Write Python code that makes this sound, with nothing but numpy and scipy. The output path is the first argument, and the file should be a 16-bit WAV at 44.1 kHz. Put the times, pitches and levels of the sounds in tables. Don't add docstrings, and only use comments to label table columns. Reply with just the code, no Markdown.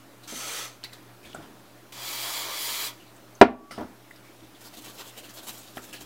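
import sys
import numpy as np
from scipy import signal
from scipy.fft import rfft, irfft, next_fast_len
from scipy.io import wavfile
from scipy.ndimage import uniform_filter1d, map_coordinates

SR = 44100
rng = np.random.default_rng(int(sys.argv[2]) if len(sys.argv) > 2 else 0)


def dump(signal):
    limited = np.clip(np.atleast_2d(signal).T, -1, 1)
    pcm = np.round(limited * 32767).astype(np.int16)
    wavfile.write(sys.argv[1], SR, pcm)


def rack_gain(trim_db):
    fader = np.asarray(trim_db, float)
    return 10 ** (fader / 20)


N = 266805

# start in seconds, level of the blow in dB,
# softness in Hz (lower is duller), decay factor, level of the bench legs' thump in dB.
KNOCKS = [(3.413, 7.5, 2000, .95, -24), (3.49, -17, 400, .7, -44), (3.779, -20, 600, .7, -48),
          (3.811, -18, 350, .8, -48), (.323, -26, 330, .9, -56), (1.3465, -38, 1500, 1.1, -62),
          (5.7705, -33, 1800, .75, -55), (5.786, -38, 700, .7, -70), (1.256, -42, 500, .7, -50),
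          (.838, -45, 1500, .45, -62), (3.709, -38, 1200, .7, -64), (6.01, -39, 600, .6, -51),
          (4.425, -52, 300, .7, -52), (4.77, -50, 300, .7, -54), (5.48, -43, 400, .6, -70),
          (1.4, -43, 900, .7, -60)]
HARD_BLOW_S = KNOCKS[0][0]


def unit(x):
    return x / np.sqrt(np.mean(x ** 2) + 1e-20)


def along(points, hz):
    point_hz, values = np.transpose(points)
    return np.interp(np.log(hz + 1), np.log(point_hz + 1), values)


def curves(rows, t):
    seconds, *columns = np.transpose(rows)
    return [np.interp(t, seconds, column) for column in columns]


def bumps(peaks, hz):
    return sum(db / (1 + ((hz - centre) / (width / 2)) ** 2) for centre, width, db in peaks)


def add(track, s, sound):
    part = track[round(s * SR):][:len(sound)]
    part += sound[:len(part)]


def hiss(colour_db, patchy_db, grain_db=0, size=N):
    padded = next_fast_len(size, True)
    grain = unit(uniform_filter1d(rng.standard_normal(padded), size=30))
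    raw = rng.standard_normal(padded) * rack_gain(grain_db * grain)
    z = signal.stft(raw, nperseg=1024)[2]
    patches = uniform_filter1d(rng.standard_normal(z.shape), size=8, axis=0)
    patches = uniform_filter1d(patches, size=5, axis=1)
    x = signal.istft(z * rack_gain(patchy_db * unit(patches)), nperseg=1024)[1][:padded]
    colour = rack_gain(colour_db(np.fft.rfftfreq(padded, 1 / SR)))
    return unit(irfft(rfft(x) * colour, padded)[:size])


def dying(colour, decay, factor, size):
    hz, frames, z = signal.stft(rng.standard_normal(size), SR, nperseg=256)
    fade_db = along(colour, hz)[:, None] - 60 * frames / (factor * along(decay, hz)[:, None])
    return signal.istft(z * rack_gain(fade_db), SR, nperseg=256)[1][:size]


def room_tone():
    # pitch in Hz, level in dB per Hz.
    air_colour = [(25, -26), (50, -24), (85, -12), (150, -15), (200, -5), (300, -1), (450, -8), (700, -8),
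                  (1000, -10), (2000, -15), (4000, -19), (8000, -24), (15800, -24)]
    # pitch in Hz, width in Hz, height in dB.
    room_peaks = [(318, 70, 5), (598, 40, 4), (232, 30, -4), (700, 30, 2), (1380, 90, 2)]
    # pitch in Hz, level in dB rms.
    hum_tones = [(118.5, -60), (123, -68), (190, -69)]
    air_db = -52
    t = np.arange(N) / SR
    air = hiss(lambda hz: along(air_colour, hz) + bumps(room_peaks, hz), patchy_db=1.2)
    sway = map_coordinates(rng.standard_normal(size=64), [8 * t])
    hum = np.zeros(N)
    for hz, db in hum_tones:
        hum += np.sqrt(2) * rack_gain(db + 1.5 * sway) * np.sin(2 * np.pi * hz * t + .4 * sway)
    return rack_gain(air_db) * air + hum


def plastic_contacts():
    # start in seconds, peak in dB, resonance in Hz, t60 in seconds.
    taps = [(.832, -42, 3000, .02), (.84, -38, 3950, .12), (.844, -35, 2050, .06), (.925, -42, 2000, .03),
            (1.331, -41, 3200, .04), (1.347, -39, 1400, .12), (1.424, -44, 1000, .06),
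            (1.345, -42, 8000, .06), (3.35, -48, 6200, .06), (3.709, -41, 5100, .25),
            (3.709, -38, 2000, .15), (3.71, -47, 9300, .2), (3.71, -36, 1350, .2), (3.785, -43, 1800, .06),
            (4.1075, -40, 1900, .05), (4.403, -47, 3300, .03), (4.546, -49, 3500, .08),
            (5.773, -37, 1300, .1), (5.776, -39, 1800, .07), (5.935, -45, 1700, .15)]
    scuffs = [(.232, -47, 4000, .25), (.2765, -36, 5500, .035), (.839, -34, 4300, .07),
              (.93, -40, 4000, .09), (1.923, -37, 3100, .04), (3.163, -50, 8000, .06),
              (3.806, -46, 3200, .08), (4.158, -48, 4800, .06), (5.928, -36.5, 2700, .2),
              (6.01, -42, 2600, .06)]
    slides = [(1.228, -46, 2500, .2), (1.25, -42, 2300, .1), (1.248, -43, 3400, .1),
              (1.288, -46, 3500, .15), (1.415, -47, 3100, .15), (2.995, -48, 2900, .2),
              (3.06, -53, 4000, .2), (4.24, -52, 2300, .3), (4.43, -49, 3500, .12), (5.94, -44, 4200, .2)]
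    # share of broad noise in dB, rise in seconds.
    contact_kinds = [
        (-18, .001),
        (-3, .0012),
        (-9, .008),
    ]
    out, t = np.zeros(N), np.arange(SR // 5) / SR
    hz = np.fft.rfftfreq(len(t), 1 / SR)
    broad = 1 / (1 + (500 / (hz + 1)) ** 2 + (hz / 7500) ** 2)
    for rows, (broad_db, rise_s) in zip((taps, scuffs, slides), contact_kinds):
        for s, db, contact_hz, t60 in rows:
            resonance = 1 / (1 + ((hz - contact_hz) / (.1 * contact_hz)) ** 2) ** 2
            power = resonance + rack_gain(2 * broad_db - 16) * broad
            burst = unit(irfft(rfft(rng.standard_normal(len(t))) * np.sqrt(power)))
            rise = 1 - np.exp(-t / max(rise_s, 1e-4))
            add(out, s, rack_gain(db - 1.5 - 60 * t / t60) * rise * burst)
    return out


def spray():
    # time in seconds, flow in dB, wetness in dB (liquid in the jet trades low tone for fizz).
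    presses = [
        [(.275, -49, .1), (.294, -44, 1.5), (.346, -44, 1.5), (.362, -40.5, 2.5), (.43, -39.5, -.1),
         (.59, -37.7, .1), (.655, -42, -1.5), (.705, -53.5, -2.5)],
        [(1.922, -50, 2.5), (2.0, -43, -1.5), (2.085, -38, 2.2), (2.37, -35.8, 1.2), (2.49, -38.5, -3.5),
         (2.63, -36, 5.5), (2.7, -35, 1.6), (2.872, -36, 3.5), (2.922, -54, -1.5)],
    ]
    # pitch in Hz, width in Hz, height in dB.
    straw_near_board = [(500, 120, 5), (1290, 170, 8.5), (2030, 200, 6), (2410, 100, 6), (3150, 150, 4),
                        (3420, 200, 4), (3810, 150, 4), (4540, 250, 4), (6200, 700, 8), (7480, 250, 5),
                        (8610, 200, 3), (10000, 200, 4), (12100, 300, 3), (14500, 4000, -4),
                        (8300, 1500, 2)]
    straw_at_brush = [(640, 100, 4), (950, 150, 7), (1180, 250, 7), (2000, 200, 3), (2270, 150, 6),
                      (2460, 100, 4), (2750, 250, -3), (3250, 400, 6.5), (4000, 200, 5), (4450, 300, 5),
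                      (4800, 150, 7.5), (5450, 200, 3), (7080, 250, 6), (7830, 300, 3), (10500, 300, 3),
                      (14000, 400, 3), (14300, 3500, 3)]
    # pitch in Hz, level in dB per Hz.
    jet_colour = [(60, -40), (200, -16), (420, -3.5), (900, -3.5), (1700, -3.5), (3000, -1), (6000, -3),
                  (10000, -5), (15800, -6)]
    low_tone_db, fizz_share_db = -5.5, -2.4
    full_flow_db, fizz_grows, low_grows = -37, .12, -.05
    shut_s, shut_db_per_s = .07, -180
    out = np.zeros(N)
    for rows, straw in zip(presses, (straw_near_board, straw_at_brush)):
        open_s, close_s = rows[0][0], rows[-1][0]
        t = np.arange(round(open_s * SR), round((close_s + shut_s) * SR)) / SR
        jet_db, wet_db = curves(rows, t)
        jet_db = jet_db + shut_db_per_s * np.maximum(t - close_s, 0)
        low_db = low_tone_db + low_grows * (jet_db - full_flow_db) - wet_db
        fizz_db = fizz_share_db + fizz_grows * (jet_db - full_flow_db) + .6 * wet_db
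        bands = ((jet_db + low_db, 20, 1700), (jet_db, 1700, 7200), (jet_db + fizz_db, 7200, 20000))
        for level_db, lo_hz, hi_hz in bands:
            def colour(hz):
                band_db = -10 * np.log10((1 + (lo_hz / (hz + 1)) ** 12) * (1 + (hz / hi_hz) ** 12))
                return along(jet_colour, hz) + bumps(straw, hz) + band_db

            flow = hiss(colour, patchy_db=1.1, grain_db=1.2, size=SR * 3 // 2)[:len(t)]
            add(out, t[0], rack_gain(level_db + 1.2) * flow)
    return out


def knocks():
    # pitch in Hz, level in dB, t60 in seconds.
    bench_modes = [(231, -6, .16), (135, -13, .1), (182, -14, .12), (253, -8, .34), (273, -2, .14),
                   (322, 1.5, .11), (396, -9, .14), (380, 7, .03), (493, -10, .15), (680, 13, .024),
                   (621, -3, .09), (674, -2, .09), (727, -2, .085), (776, -2, .08), (931, -13, .1),
                   (1075, -6, .08), (1200, -14, .12), (1379, -14, .11), (1480, -16, .1), (1661, -19, .1),
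                   (1950, -15, .09), (2400, -9, .05)]
    # pitch in Hz, level in dB.
    bench_body = [(40, -24), (100, -32), (200, -6), (400, 0), (700, 0), (1500, -5), (3000, -14),
                  (6000, -26), (15000, -35)]
    # pitch in Hz, t60 in seconds.
    bench_decay = [(60, .2), (250, .22), (600, .135), (2000, .17), (5000, .17), (12000, .09)]
    leg_hz, leg_t60 = 64, .26
    out, t = np.zeros(N), np.arange(SR // 2) / SR
    hz, level_db, t60 = np.transpose(bench_modes)[:, :, None]
    for s, db, soft_hz, decay, thump_db in KNOCKS:
        strength_db = level_db + rng.normal(0, 1.5, hz.shape)
        modes = rack_gain(strength_db - 60 * t / (t60 * decay)) * np.sin(2 * np.pi * hz * t)
        ring = -np.sum(modes, axis=0)
        dense = dying(bench_body, bench_decay, decay, size=len(t))
        body = (rack_gain(-6) * ring + rack_gain(4) * dense) * (1 - np.exp(-t * soft_hz / 1.3))
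        contact = signal.butter(N=1, Wn=[135, max(soft_hz, 170)], btype="band", fs=SR)
        thump = rack_gain(thump_db - 60 * t / leg_t60) * np.sin(2 * np.pi * leg_hz * t)
        thump = thump * (1 - np.exp(-t / .008))
        add(out, s, rack_gain(db) * signal.lfilter(*contact, body) + thump)
    return out


def snaps():
    # start in seconds, peak in dB, pitch in Hz, t60 in seconds.
    snap_events = [(.8325, -38, 3000, .006), (.8387, -24, 4300, .012), (.8388, -34, 8000, .005),
                   (.8965, -42, 2600, .01), (.9315, -39.5, 4000, .015), (1.3308, -37, 3000, .008),
                   (3.7092, -36, 3500, .004), (3.778, -36, 3000, .008), (4.7394, -41, 3000, .006),
                   (4.7713, -38, 3850, .01), (4.8472, -40, 6500, .006), (5.1759, -36, 3070, .01),
                   (5.2931, -40, 3080, .008), (5.339, -42, 9000, .004), (5.3715, -39, 6000, .006),
                   (5.4707, -35, 10500, .008), (5.7706, -33, 2000, .004), (5.772, -29, 3200, .008),
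                   (5.7795, -36, 1700, .015), (5.7825, -36, 2600, .006), (5.9287, -33, 2640, .01),
                   (6.0105, -37, 3030, .008)]
    out, t = np.zeros(N), np.arange(SR // 25) / SR
    for s, db, snap_hz, t60 in snap_events:
        add(out, s, rack_gain(db - 60 * t / t60) * np.sin(2 * np.pi * snap_hz * t))
    return out


def handling():
    # start in seconds, rustle in dB, low shuffle over rustle in dB, t60 in seconds.
    grips = [(.836, -36, -10, .14), (.915, -48, -1.5, .45), (1.243, -51, -1.1, 1.5), (1.352, -54, 10.5, .8),
             (2.96, -59, .1, 1.8), (3.164, -61, -4, .25), (3.706, -42, 1.1, .4), (3.776, -45, 15.5, .26),
             (4.12, -57, -1.1, .7), (4.22, -62, 1.1, 2.5), (4.398, -56, -8, .7), (4.543, -56, -13, .3)]
    # pitch in Hz, level in dB per Hz.
    rustle_colour = [(900, -20), (1600, -3), (3000, 0), (5000, -4), (8000, -12), (15800, -20)]
    shuffle_colour = [(30, -24), (60, -8), (150, 1.5), (500, -2), (1100, -8), (1800, -14), (4000, -40)]
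    rise_s, shuffle_lingers = .006, 1.5
    t, size = np.arange(SR // 2) / SR, 5 * SR
    skin, bench = np.zeros((2, size))
    grip = (1 - np.exp(-t / rise_s)) ** 2 * np.cos(np.pi * t) ** 2
    for s, db, low_db, t60 in grips:
        add(skin, s, grip * rack_gain(2 * (db - 4 - 60 * t / t60)))
        add(bench, s, grip * rack_gain(2 * (db - 4 + low_db - 60 * t / (t60 * shuffle_lingers))))
    rustle = hiss(lambda hz: along(rustle_colour, hz), patchy_db=3, grain_db=3, size=size)
    shuffle = hiss(lambda hz: along(shuffle_colour, hz), patchy_db=3, grain_db=2.1, size=size)
    return np.pad(np.sqrt(skin) * rustle + np.sqrt(bench) * shuffle, (0, N - size))


def can_ring():
    # pitch in Hz, level in dB, t60 in seconds.
    wall_tones = [(1141, -38, 1.6), (807, -52, 1.6)]
    gripped_s = 3.712
    t = np.arange(N) / SR - HARD_BLOW_S
    ring = sum(rack_gain(db - 60 * np.abs(t) / t60) * np.sin(2 * np.pi * hz * t) for hz, db, t60 in wall_tones)
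    damping = rack_gain(-60 * np.maximum(t + HARD_BLOW_S - gripped_s, 0) / .04)
    return ring * (t > 0) * damping


def brush():
    # peak time in seconds, bristle fizz in dB, board scrape over fizz in dB, 3 dB rise in seconds.
    strokes = [(4.613, -53, 1.3, .006), (4.665, -50, .1, .019), (4.742, -53, 1.1, .007),
               (4.777, -49, 1.1, .007), (4.82, -53, -1.1, .006), (4.851, -48, 1.1, .007),
               (4.897, -52, 4, .028), (4.955, -54, 3, .015), (5.003, -46, 5, .015), (5.083, -51, 1.1, .035),
               (5.181, -46.5, 2.1, .009), (5.25, -54, 4, .016), (5.297, -52, 3, .007),
               (5.345, -50, -4, .005), (5.382, -49, 5, .013), (5.438, -50, 1.2, .01),
               (5.473, -45, .1, .004), (5.49, -39, -1.1, .01), (5.54, -49, .1, .015), (5.586, -49, -3, .02),
               (5.635, -55, 3, .015), (5.689, -57, 4, .02), (5.772, -50, -2.1, .012),
               (5.843, -48.7, -3, .013), (5.895, -56, 4, .015), (5.94, -52, 5, .007),
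               (6.012, -47, .1, .005)]
    # pitch in Hz, level in dB per Hz.
    bristle_colour = [(3000, -20), (5500, -4), (7500, 0), (9000, -3), (12000, -1), (15800, -2)]
    board_colour = [(70, -30), (160, -7), (400, 1.2), (1000, -1.5), (2100, -6), (3400, -3), (4500, -5),
                    (6500, -10), (10000, -30)]
    # pitch in Hz, width in Hz, height in dB.
    board_peaks = [(222, 40, 9), (690, 80, 2), (2300, 200, 1.5), (3050, 400, 1.2), (4050, 300, 1.5),
                   (7470, 600, 1.5)]
    brush_down_s, press_s = 4.5, .45
    drag_fizz_db, drag_scrape_db = -59, -56.5
    fall_s = .014
    t = np.arange(round(brush_down_s * SR), N) / SR
    touch = np.clip((t - t[0]) / press_s, 0, 1)
    fizz = touch * rack_gain(drag_fizz_db) ** 2
    scrape = touch * rack_gain(drag_scrape_db) ** 2
    for s, fizz_db, scrape_db, rise_s in strokes:
        distance = np.abs(t - s) / np.where(t < s, rise_s, fall_s)
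        power = rack_gain(2 * (fizz_db - 3 * distance ** 2.1))
        fizz = fizz + power
        scrape = scrape + power * rack_gain(2 * scrape_db)
    tips = hiss(lambda hz: along(bristle_colour, hz) + bumps(board_peaks, hz),
                patchy_db=1.5, grain_db=2.2, size=2 * SR)[:len(t)]
    board = hiss(lambda hz: along(board_colour, hz) + bumps(board_peaks, hz),
                 patchy_db=2.8, grain_db=2.6, size=2 * SR)[:len(t)]
    out = np.zeros(N)
    add(out, t[0], rack_gain(1.4) * np.sqrt(fizz) * tips + rack_gain(-.6) * np.sqrt(scrape) * board)
    return out


def catches():
    # start in seconds, length in seconds, level in dB, the part's pitch in Hz.
    caught_parts = [(4.641, .046, -52, 4600), (4.739, .012, -53, 4000), (4.771, .028, -50, 3500),
                    (4.772, .026, -54, 7000), (4.846, .014, -51, 7000), (4.875, .04, -53, 3600),
                    (4.89, .02, -55, 6300), (4.975, .045, -48, 2800), (4.99, .03, -52, 1300),
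                    (5.0, .02, -53, 4100), (5.076, .022, -51, 7600), (5.05, .06, -55, 3200),
                    (5.176, .02, -50, 3000), (5.18, .025, -54, 7500), (5.24, .03, -55, 3200),
                    (5.293, .01, -52, 6500), (5.34, .035, -55, 12000), (5.372, .032, -51, 3500),
                    (5.373, .02, -53, 7300), (5.43, .03, -54, 10500), (5.455, .015, -53, 7200),
                    (5.485, .02, -49, 4100), (5.575, .045, -52, 7600), (5.76, .012, -54, 10500),
                    (5.82, .03, -55, 7000), (5.945, .035, -50, 2900), (5.95, .03, -53, 4300)]
    half_width, edge_s = .2, .003
    out, t = np.zeros(N), np.arange(SR // 10) / SR
    hz = np.fft.rfftfreq(len(t), 1 / SR)
    for s, length, db, part_hz in caught_parts:
        flicks = rng.standard_normal(len(t)) * rack_gain(2.8 * rng.standard_normal(len(t)))
        resonance = 1 / (1 + ((hz - part_hz) / (half_width * part_hz)) ** 2)
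        ring = unit(irfft(rfft(flicks) * resonance))
        gate = np.clip(t / (edge_s / 3), 0, 1) * rack_gain(-6 * np.maximum(t - length, 0) / edge_s)
        add(out, s, rack_gain(db - 1.5) * gate * ring)
    return out


def walls(x, wet_db, factor):
    # pitch in Hz, t60 in seconds.
    room_decay = [(150, .35), (800, .27), (4000, .25), (12000, .15)]
    tail = dying([(100, -6), (1000, 0), (4000, 0), (15000, -4)], room_decay, factor, size=SR // 3)
    delayed = np.pad(x, (SR // 150, 0))
    echo = signal.fftconvolve(delayed, tail / np.linalg.norm(tail))[:N]
    return x + rack_gain(wet_db) * echo


def scene():
    hits = walls(knocks() + plastic_contacts() + snaps(), wet_db=-16, factor=1.1)
    hisses = rack_gain(-.5) * walls(spray() + handling(), wet_db=-10, factor=.35)
    scrub = walls(brush() + catches(), wet_db=-13, factor=.4)
    return np.tile(room_tone() + hits + can_ring() + hisses + scrub, (2, 1))


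def top_cut(x):
    return signal.sosfilt(signal.butter(12, 15850, fs=SR, output="sos"), x)


def record(dry):
    duck_full_db, attack_s, hold_s, release_s = -10.5, .025, .15, .14
    top_hz, offset = 15830, .0009
    low_pass = signal.ellip(N=10, rp=.5, rs=60, Wn=top_hz, fs=SR, output="sos")
    limited = signal.sosfilt(low_pass, dry)
    since = np.maximum(np.arange(N) / SR - HARD_BLOW_S, 0)
    attack = 1 - np.exp(-(since / attack_s) ** 2)
    release = np.exp(-np.maximum(since - hold_s, 0) / release_s)
    ducked = limited * rack_gain(duck_full_db * attack * release) + offset
    clipped = ducked / (1 + np.abs(ducked) ** 30) ** (1 / 30)
    return top_cut(clipped)


dry = scene()
out = record(dry)
dump(out)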